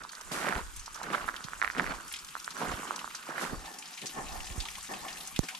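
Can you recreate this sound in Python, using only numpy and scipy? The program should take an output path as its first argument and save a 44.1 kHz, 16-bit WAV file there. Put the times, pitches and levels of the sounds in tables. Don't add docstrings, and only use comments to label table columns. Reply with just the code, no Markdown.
import sys
import numpy as np
from scipy import signal
from scipy.fft import rfft, irfft, next_fast_len
from scipy.io import wavfile

SR = 44100
rng = np.random.default_rng(int(sys.argv[2]) if len(sys.argv) > 2 else 0)


def transcribe(u):
    v = np.clip(np.atleast_2d(u).T, -1, 1)
    q = np.round(v * 32767).astype(np.int16)
    wavfile.write(sys.argv[1], SR, q)


N = 246519

# (time [s], patter level [dB], left over right [dB])
WATER_APPROACH = [(0.0, -56, -0.5), (0.5, -48.5, -4), (0.68, -52.5, 0), (2.91, -48, 1.5), (3.5, -51, 1),
                  (4.47, -45.5, 2), (5.59, -47, 1.5)]


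def from_db(db):
    return 10 ** (np.asarray(db) / 20)


def unit_level(x):
    return x / np.sqrt(np.mean(x ** 2) + 1e-20)


def over_time(rows):
    times, *columns = np.transpose(rows)
    return [np.interp(np.arange(N) / SR, times, column) for column in columns]


def at_pitch(points, hz):
    pitches, values = np.transpose(points)
    return np.interp(np.log(hz + 1), np.log(pitches + 1), values)


def pan(pan_db):
    left, right = from_db(pan_db / 2), from_db(-pan_db / 2)
    return np.array([left, right]) * 2 / (left + right)


def band(x, low_hz, high_hz):
    edges = np.clip([low_hz, high_hz], 10, .45 * SR)
    return signal.sosfilt(signal.butter(2, edges, "band", fs=SR, output="sos"), x)


def resonate(x, hz, width_hz):
    r = np.exp(-np.pi * width_hz / SR)
    feedback = [1, -2 * r * np.cos(2 * np.pi * hz / SR), r * r]
    return signal.lfilter(np.array([1, 0, -1]) * (1 - r * r) / 2, feedback, x)


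def drift(rate_hz):
    r = np.exp(-80 * np.pi * rate_hz / SR)
    slow = signal.lfilter([1], [1, -2 * r, r * r], rng.standard_normal(N // 40 + 2002))[2000:]
    return np.interp(np.arange(N) / 40, np.arange(len(slow)), unit_level(slow))


def add(out, time_s, sound):
    start = max(round(time_s * SR), 0)
    out[:, start:start + sound.shape[1]] += sound[:, :N - start]


def grains(per_s, spread_db):
    sizes = from_db(spread_db * np.minimum(rng.exponential(1, (2, N)), 5)) * rng.choice([-1, 1], (2, N))
    return sizes * (rng.random((2, N)) < per_s / SR)


def stereo(pair, hz):
    # (pitch [Hz], likeness [0 to 1])
    likeness = [(60, 0), (180, 0.91), (550, 0.86), (1650, 0.49), (4000, 0.59), (7000, 0.46), (15000, .3)]
    alike = at_pitch(likeness, hz)
    return np.sqrt(1 + alike) * pair[0] + np.sqrt(1 - alike) * pair[1] * [[1], [-1]]


def swells(time_s, peak_db, rise_s, fall_s):
    since_peak = np.arange(N) / SR - np.reshape(time_s, (-1, 1))
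    rise = np.maximum(np.reshape(rise_s, (-1, 1)), .002)
    fall = np.maximum(np.reshape(fall_s, (-1, 1)), .002)
    level_db = np.reshape(peak_db, (-1, 1)) - 20 * since_peak / np.where(since_peak < 0, -rise, fall)
    return np.sqrt(np.sum(from_db(2 * level_db), axis=0))


def water_patter(flicker_db, burst_db):
    # (pitch [Hz], relative level [dB])
    patter_tone = [(71, -42), (120, -52), (177, 6.5), (468, -39.5), (1080, -2.5), (1790, -6.5),
                   (2150, -1.5), (2430, -2), (4030, -7), (6970, -4), (9850, -3), (12300, -19.5),
                   (13600, -27), (15400, -63)]
    out, edges_hz = 0, 140 * 2 ** np.arange(0, 7.1, .5)
    drops = [grains(9000, 4.34), grains(9000, 4.5)]
    for k, (low, high) in enumerate(zip(edges_hz, edges_hz[1:])):
        hz = np.sqrt(low * high)
        sprays = signal.lfilter([1], [1, -np.exp(-1 / (0.016 * SR))], np.abs(grains(18, 2.4)[0]))
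        gain = from_db(at_pitch(patter_tone, hz) + flicker_db * drift(17))
        gain *= 1 + from_db(burst_db) * sprays
        out = out + gain * stereo(band(drops[k % 2], low, high), hz)
    return from_db(over_time(WATER_APPROACH)[0]) * unit_level(out)


def droplet_bubbles(per_s, sharpness, level_db):
    drops, pitch_slot, out = grains(per_s, 2.8), rng.integers(0, 24, (2, N)), 0
    for k, hz in enumerate(np.geomspace(900, 7000, 24)):
        ring = resonate(drops * (pitch_slot == k) + 1e-18, hz, hz / sharpness)
        out = out + hz ** 0.22 * stereo(ring, hz)
    return from_db(over_time(WATER_APPROACH)[0] + level_db) * unit_level(out)


def wind_rumble():
    # (peak time [s], level [dB], fall [s per 20 dB])
    gusts = [(.005, -53, 0.1), (.28, -56, 3), (.66, -41, 0.06), (.78, -42, 0.1), (.94, -51.5, -0.2),
             (1.23, -48.5, .18), (1.56, -51, 0.6), (1.88, -39.5, 0.16), (2.71, -45, 0.13), (3.03, -63, 0.2),
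             (3.57, -39.5, 0.08), (4.22, -44, 0.8), (4.42, -42, -0.04), (5.4, -47.5, .06)]
    rise_s, breeze_db = 0.1, -86
    swirls = band(band(grains(90, 3.0), 16, 64), 12, 95)
    time_s, level_db, fall_s = np.transpose(gusts)
    return (swells(time_s, level_db, rise_s, fall_s) + from_db(breeze_db)) * unit_level(swirls)


def knock(hz, cycles):
    phase = np.arange(int(8 * cycles / hz * SR)) / SR * hz / cycles
    ring = phase * phase * np.exp(-2 * phase) * np.sin(2 * np.pi * cycles * phase)
    return ring / np.abs(ring).max()


def footfalls(rows):
    time_s, level_db, rise_s, fall_s, thud_db = np.transpose(rows)
    return swells(time_s, level_db, rise_s, fall_s), swells(time_s, level_db + thud_db, rise_s, fall_s)


def sole_thud(gain):
    bump = band(band(grains(900, 3.0), 125, 420), 110, 750)
    return gain * unit_level(stereo(bump, 160))


def gravel_steps():
    # (peak time [s], level [dB], rise [s per 20 dB], fall [s per 20 dB], thud over crunch [dB])
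    crunches = [(.005, -44, -1.5, 0.12, -10.5), (.22, -48, 0.25, -0.23, -27.5),
                (.314, -37.5, -0.0552, 0.31, -4.5), (.49, -31.5, 0.22, 0.14, -10),
                (.585, -37.5, 0.2, 0.05, -5.5), (.95, -49, -0.12, 2.7, -17.5),
                (1.03, -41, -0.24, 0.5, -6.5), (1.1, -39, 0, 0.12, -1.5), (1.133, -30, 0, 0.06, -12.5),
                (1.155, -31, 0.0148, -0.1349, -20), (1.23, -43, 0.5, 0.15, -13), (1.5, -52, -0.1, .2, -12),
                (1.64, -38.5, -0.03, 0.08, -16), (1.777, -37.5, 0.02, 0.1156, 2),
                (1.82, -34.5, .1, 0.04, -16), (1.91, -36, 0.18, 0.13, -9), (2.03, -54.5, 1, 0.5, -7.5),
                (2.545, -54, 0.2, 2.5, -18), (2.63, -35, 0.0958, 0.37, -6), (2.74, -41, 0.16, -0.04, -5),
                (2.92, -45.5, 0.5, 0.3, -7.5), (3.293, -40, 0.01, 0.04, -4), (3.385, -37, 0.2, 0.16, -18),
                (3.435, -34.5, 0.09, 0.13, -7)]
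    # (pitch [Hz], relative level [dB])
    gravel_tone = [(380, -11), (585, -1.5), (902, 5), (978, -2), (1600, 2.5), (4260, -18.5), (5000, -18),
                   (6500, -49), (11000, -120)]
    stir_db, gravel_ends_s, light_step_db = -61, 3.5, -48
    grind, weight = footfalls(crunches)
    stir = from_db(stir_db) * (np.arange(N) < gravel_ends_s * SR)
    grind = np.hypot(grind, stir)
    hits, pitch_slot = grains(3200 * from_db(2.5 * drift(60)), 2.8), rng.integers(0, 12, (2, N))
    crunch = 0
    for k, hz in enumerate(np.geomspace(380, 4500, 12)):
        knocks = signal.oaconvolve(hits * (pitch_slot == k), knock(hz, cycles=1.34)[None], axes=1)
        gain = from_db(at_pitch(gravel_tone, hz)) * np.sqrt(hz)
        crunch = crunch + gain * stereo(unit_level(knocks[:, :N]), hz)
    top_stones = unit_level(band(crunch, 950, 1750))
    heavy = grind ** 2 / (grind ** 2 + from_db(2 * light_step_db))
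    crunch = np.sqrt(heavy) * unit_level(crunch) + np.sqrt(1 - heavy) * top_stones
    return grind * unit_level(crunch) * pan(-5)[:, None] + sole_thud(weight)


def splashes(width_ratio):
    # (time [s], rough peak level [dB], centre pitch [Hz], time to fade 60 dB [s])
    drops = [(0.0352, -41, 4650, 0.074), (0.0914, -39, 3880, 0.066), (0.118, -39, 6440, 0.13),
             (0.151, -35, 4740, 0.025), (0.2109, -35.5, 6000, 0.039), (0.762, -34.5, 7330, 0.11),
             (0.794, -37, 6350, 0.1), (0.8591, -35.5, 5570, 0.056), (0.944, -36, 5840, 0.082),
             (0.9578, -39, 6450, 0.054), (1.0303, -35.5, 6600, 0.065), (1.2138, -39, 2780, 0.06),
             (1.363, -33.5, 3540, 0.054), (1.44, -33.5, 4300, 0.082), (1.781, -30, 2400, 0.068),
             (1.949, -39, 6500, 0.049), (2.079, -35.5, 6760, 0.037), (2.1154, -34.5, 2430, 0.063),
             (2.1238, -30, 8700, 0.058), (2.138, -29.5, 3230, 0.09), (2.16, -35, 3460, 0.093),
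             (2.1884, -38.5, 5170, 0.086), (2.2467, -34, 6100, 0.023), (2.286, -37, 3230, 0.032),
             (2.3995, -36.5, 5560, 0.027), (2.4438, -31, 4800, 0.026), (2.505, -36, 5030, 0.1),
             (2.7134, -36, 2960, 0.21), (2.8752, -39, 3100, 0.14), (2.96, -29.5, 5840, 0.048),
             (2.9906, -34, 3020, 0.094), (3.104, -37.5, 2510, 0.043), (3.15, -32.5, 5070, 0.1),
             (3.226, -38, 2440, 0.064), (3.6564, -38.5, 3840, 0.1), (3.7396, -40.5, 5630, 0.065),
             (3.786, -36, 6740, 0.13), (3.823, -37.5, 2950, 0.058), (3.856, -38, 4540, 0.061),
             (3.9381, -40, 4970, 0.046), (3.9754, -36, 2740, 0.15), (4.016, -34.5, 3020, 0.12),
             (4.058, -29, 5560, 0.062), (4.067, -30.5, 5740, 0.099), (4.094, -40.5, 3000, 0.2),
             (4.284, -38.5, 4600, 0.056), (4.4043, -34, 2600, 0.047), (4.444, -39, 4080, 0.069),
             (4.469, -34.5, 2720, 0.046), (4.5207, -43, 3960, .05), (4.6018, -30.5, 3800, 0.11),
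             (4.653, -34, 3200, 0.079), (4.685, -31.5, 2400, 0.056), (4.7535, -31, 2640, 0.041),
             (4.7812, -38, 7700, 0.07), (4.8086, -41, 5000, 0.045), (4.845, -37, 2280, .06),
             (4.936, -32.5, 2660, 0.081), (5.082, -33.5, 2760, 0.18), (5.128, -36, 4940, 0.052),
             (5.1703, -37, 2750, 0.065), (5.206, -36.5, 3700, 0.094), (5.2728, -31.5, 6730, 0.078),
             (5.3615, -28, 3050, 0.066), (5.438, -37.5, 5200, 0.12), (5.4854, -26.5, 2300, 0.12),
             (5.5488, -31.5, 2850, 0.061)]
    slap_db, slap_s, peak_over_average_db = -7, 0.0039, 13
    out, t = np.zeros((2, N)), np.arange(int(.2 * SR)) / SR
    bubble_detunes = rng.normal(0, 0.295, (len(drops), 3))
    for (time_s, peak_db, hz, fade_s), detunes in zip(drops, bubble_detunes):
        noise = rng.standard_normal((2, len(t)))
        noise *= from_db(0.33 * rng.standard_normal(len(t) // 40 + 1).repeat(40)[:len(t)])
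        spray = unit_level(band(noise, hz / width_ratio, hz * width_ratio))
        spray += 0.85 * unit_level(band(noise, 2300, 7300))
        spray += 0.21 * unit_level(band(noise, 6300, 10700))
        plinks = 0.53 * resonate(noise, hz, 125)
        plinks += sum(resonate(noise, hz * np.exp(detune), 52) for detune in detunes)
        onset = 1 - np.exp(-t / 0.00035)
        fade = 0.79 * from_db(-60 * t / fade_s) + from_db(slap_db) * np.exp(-t / slap_s)
        splash = onset * fade * stereo(spray + unit_level(plinks), hz)
        add(out, time_s, from_db(peak_db - peak_over_average_db) * splash)
    return out


def pebble_clicks():
    # (time [s], level [dB], pitch [Hz])
    clicks = [(0.05, -31.5, 1120), (0.133, -34, 1560), (0.182, -36, 1470), (0.316, -29, 950),
              (0.415, -27, 1910), (0.448, -31, 910), (0.472, -26.5, 605), (0.486, -17, 1900),
              (0.525, -18.5, 1590), (0.554, -25, 1840), (0.879, -32, 1100), (1.015, -27.5, 950),
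              (1.039, -36, 1260), (1.083, -33.5, 1070), (1.11, -34, 1260), (1.129, -27, 1140),
              (1.135, -25, 1170), (1.141, -21, 1150), (1.147, -21.5, 1170), (1.151, -19.5, 1530),
              (1.157, -30, 1170), (1.212, -29, 1310), (1.198, -27.5, 1440), (1.243, -30, 1200),
              (1.28, -24.5, 1340), (1.286, -22, 1500), (1.289, -17, 1500), (1.296, -24, 1380),
              (1.342, -27, 1520), (1.357, -32, 1520), (1.381, -37, 1460), (1.407, -30.5, 1340),
              (1.485, -28.5, 1370), (1.534, -24, 1440), (1.599, -35, 1370), (1.6169, -13.5, 1770),
              (1.623, -23, 1310), (1.626, -14, 1540), (1.637, -24, 1230), (1.6453, -19, 1440),
              (1.6471, -15, 1870), (1.664, -31.5, 1290), (1.677, -17.5, 1750), (1.701, -19.5, 1690),
              (1.75, -27.5, 1760), (1.766, -25, 1500), (1.783, -30, 1930), (1.797, -11, 1660),
              (1.843, -24, 1510), (1.865, -23.5, 1750), (1.874, -27, 1820), (1.918, -26, 1220),
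              (1.922, -26, 1430), (2.353, -23, 1320), (2.367, -28.5, 1230), (2.478, -22, 1430),
              (2.568, -27.5, 1390), (2.604, -30, 1480), (2.615, -28, 690), (2.622, -26, 920),
              (2.625, -27, 910), (2.64, -31, 810), (2.653, -29, 1110), (2.695, -37, 1050),
              (2.717, -26, 1170), (2.832, -29, 1080), (2.908, -18.5, 1140), (2.981, -32.5, 1090),
              (3.016, -32.5, 1100), (3.044, -24.5, 1130), (3.077, -29.5, 1260), (3.148, -29.5, 1440),
              (3.289, -33, 640), (3.308, -27, 1270), (3.339, -36, 1490), (3.36, -29, 1610),
              (3.381, -21.5, 1610), (3.396, -25, 1600), (3.413, -24.5, 1290), (3.421, -31.5, 505),
              (3.461, -27, 1300)]
    # (delay [s], relative level [dB])
    bounces = [(.0022, -22), (.0097, -13)]
    direct, echoes = np.zeros((2, N)), np.zeros((2, N))
    for time_s, level_db, hz in clicks:
        add(direct, time_s - .0003, -from_db(level_db) * knock(hz, cycles=0.93)[None])
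        add(direct, time_s, from_db(level_db - 17.5) * knock(hz * 2.36, cycles=0.8)[None])
    direct *= pan(-10)[:, None]
    for delay_s, echo_db in bounces:
        add(echoes, delay_s, from_db(echo_db) * direct[::-1])
    return direct + echoes


def sand_scuffs():
    # (peak time [s], level [dB], rise [s per 20 dB], fall [s per 20 dB])
    slides = [(0.316, -38.5, -2.05, 0.37), (.49, -33, -0.5, -0.05), (1.132, -44.5, 0.04, 0.18),
              (2.577, -45.5, -0.2251, 0.33), (3.418, -39, 0.07, 0.15)]
    return swells(*np.transpose(slides)) * unit_level(band(grains(8000, 3.3), 1670, 10100))


def wind_thumps():
    # (time [s], level [dB], slowing time [s], starting rate [swings per slowing time],
    # fade [s], crack over swing [dB], left over right [dB])
    thumps = [(0.559, -30, 0.021, 1.4, 0.018, -45, 5), (1.447, -37, 0.019, 3.7, .009, -43, -23),
              (2.6812, -36.5, 0.0089, 2, 0.0065, -38.5, -32), (2.739, -34, .015, 1.7, .01, -38, -1),
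              (3.5315, -31.5, 0.0042, 1.37, 0.0093, -35, -25), (4.507, -36.5, 0.016, 1.5, .03, -43, -10),
              (4.579, -29.5, 0.0145, 1.65, .04, -43, -12), (5.3913, -16.5, 0.0033, 1.07, 0.007, -1.5, -21),
              (5.397, -29.5, 0.033, 1.6, 0.018, -46.5, -22), (5.433, -38, .004, 1.4, .004, -30, 0)]
    out, t = np.zeros((2, N)), np.arange(int(.12 * SR)) / SR
    for time_s, level_db, slowing_s, rate, fade_s, crack_db, pan_db in thumps:
        swing = np.cos(2 * np.pi * rate * np.log1p(t / slowing_s)) * np.exp(-(t / fade_s) ** 2)
        onset = 1 - np.exp(-t / (0.027 * slowing_s))
        crack = from_db(crack_db) * band(rng.standard_normal(len(t)) * np.exp(-t / 0.00057), 2000, 7500)
        add(out, time_s, from_db(level_db) * pan(pan_db)[:, None] * (onset * swing + crack))
    return out


def far_bird():
    # (time [s], length [s], pitch [Hz], level [dB])
    calls = [(1.873, 0.05, 4350, -54.5), (2.03, 0.04, 4460, -62.5), (3.507, .095, 4500, -60.5)]
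    bend, hoarseness = .015, .3
    out = np.zeros((2, N))
    for time_s, length_s, hz, level_db in calls:
        t = np.arange(int(length_s * SR)) / SR
        rasp = 1 + hoarseness * unit_level(band(rng.standard_normal(len(t)), 20, 120))
        tone = np.sin(2 * np.pi * hz * (t + bend * t * t / length_s / 2))
        arch = np.sqrt(2 * np.sin(np.pi * t / length_s))
        add(out, time_s, from_db(level_db) * (arch * tone * rasp)[None])
    return out


def paving_steps():
    # (peak time [s], level [dB], rise [s per 20 dB], fall [s per 20 dB], thud over scrape [dB])
    touches = [(3.525, -44.5, .06, 0.11, 2), (3.66, -48.5, 0.13, 0.36, -7.5), (3.92, -60, 0.13, 0.23, -22),
               (4.035, -48, 0.017, 0.066, 7), (4.182, -37.5, 0.055, 0.11, -3.5),
               (4.36, -42.5, 0.24, 0.12, -9), (4.57, -50, 0.21, 0.21, -2.5),
               (4.66, -50.5, 0.058, 0.065, -15), (4.79, -55.5, 0.2, 0.12, -22),
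               (4.893, -46, 0.0089, .1, -3.5), (4.915, -40, 0.026, 0.14, -5), (5.05, -41.5, 0.05, 0.14, -8),
               (5.2, -54.5, 0.33, 0.46, -8), (5.435, -43.5, 0.0097, 0.026, 3),
               (5.55, -52, 0.095, 0.044, -22)]
    # (pitch [Hz], width [Hz], relative level [dB])
    slab_notes = [(757, 44, -6.5), (883, 71, -5.5), (1072, 56, -9), (1270, 130, -15.5), (1792, 60, -7.5)]
    scrape, weight = footfalls(touches)
    rub, ring = grains(4000, 3.0), 0
    for k, (hz, width_hz, level_db) in enumerate(slab_notes):
        gain = from_db(level_db + 2.5 * drift(12.0)) * (-1) ** k
        ring = ring + gain * stereo(resonate(rub, hz, width_hz), hz)
    grit = 0.64 * unit_level(band(rub, 555, 1170))
    return scrape * (unit_level(ring) + grit) * pan(0.5)[:, None] + sole_thud(weight)


def plops():
    # (time [s], level [dB], starting pitch [Hz])
    drops = [(4.655, -37.5, 1136), (4.781, -36, 1040), (5.048, -30, 1057), (5.312, -43, 1100),
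             (5.503, -39, 1500), (5.547, -38, 950)]
    fade_s, climb_per_s, roughness = 0.047, 7.7, 0.36
    out, t = np.zeros((2, N)), np.arange(int(.06 * SR)) / SR
    shape = from_db(-60 * t / fade_s) * (1 - np.exp(-t / 0.0014))
    for time_s, level_db, hz in drops:
        tone = np.sin(2 * np.pi * hz * t * (1 + climb_per_s * t / 2))
        flutter = 1 + roughness * unit_level(band(rng.standard_normal(len(t)), 30, 400))
        add(out, time_s, (from_db(level_db) * shape * tone * flutter)[None])
    return out


def reach_ports(x, low_cut_hz):
    # (pitch [Hz], lead [radians])
    left_lead = [(0, 0), (600, -.3), (1720, 1.5), (2410, .5), (3190, .8), (4000, .2), (6500, 1.1),
                 (7500, 1.9), (15000, 1.7)]
    size = next_fast_len(N)
    lead = at_pitch(left_lead, np.arange(size // 2 + 1) * SR / size)
    phase_shift = np.exp(.5j * lead * [[1], [-1]])
    thinned = signal.sosfilt(signal.butter(4, low_cut_hz, "high", fs=SR, output="sos"), x)
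    return irfft(rfft(thinned, size) * phase_shift, size)[:, :N]


def scene():
    water = water_patter(flicker_db=1.0, burst_db=-5) + plops() + splashes(width_ratio=1.38)
    water += droplet_bubbles(per_s=280, sharpness=45, level_db=-10)
    water *= pan(over_time(WATER_APPROACH)[1])
    feet = gravel_steps() + sand_scuffs() + paving_steps() + pebble_clicks()
    return reach_ports(water + feet + far_bird(), low_cut_hz=125) + wind_rumble() + wind_thumps()


def record(dry):
    dull_hz, cutoff_hz = 13500, 15600
    dulled = signal.sosfilt(signal.butter(6, dull_hz, fs=SR, output="sos"), dry)
    return signal.sosfilt(signal.cheby2(12, 70, cutoff_hz, fs=SR, output="sos"), dulled)


dry = scene()
out = record(dry)
transcribe(out)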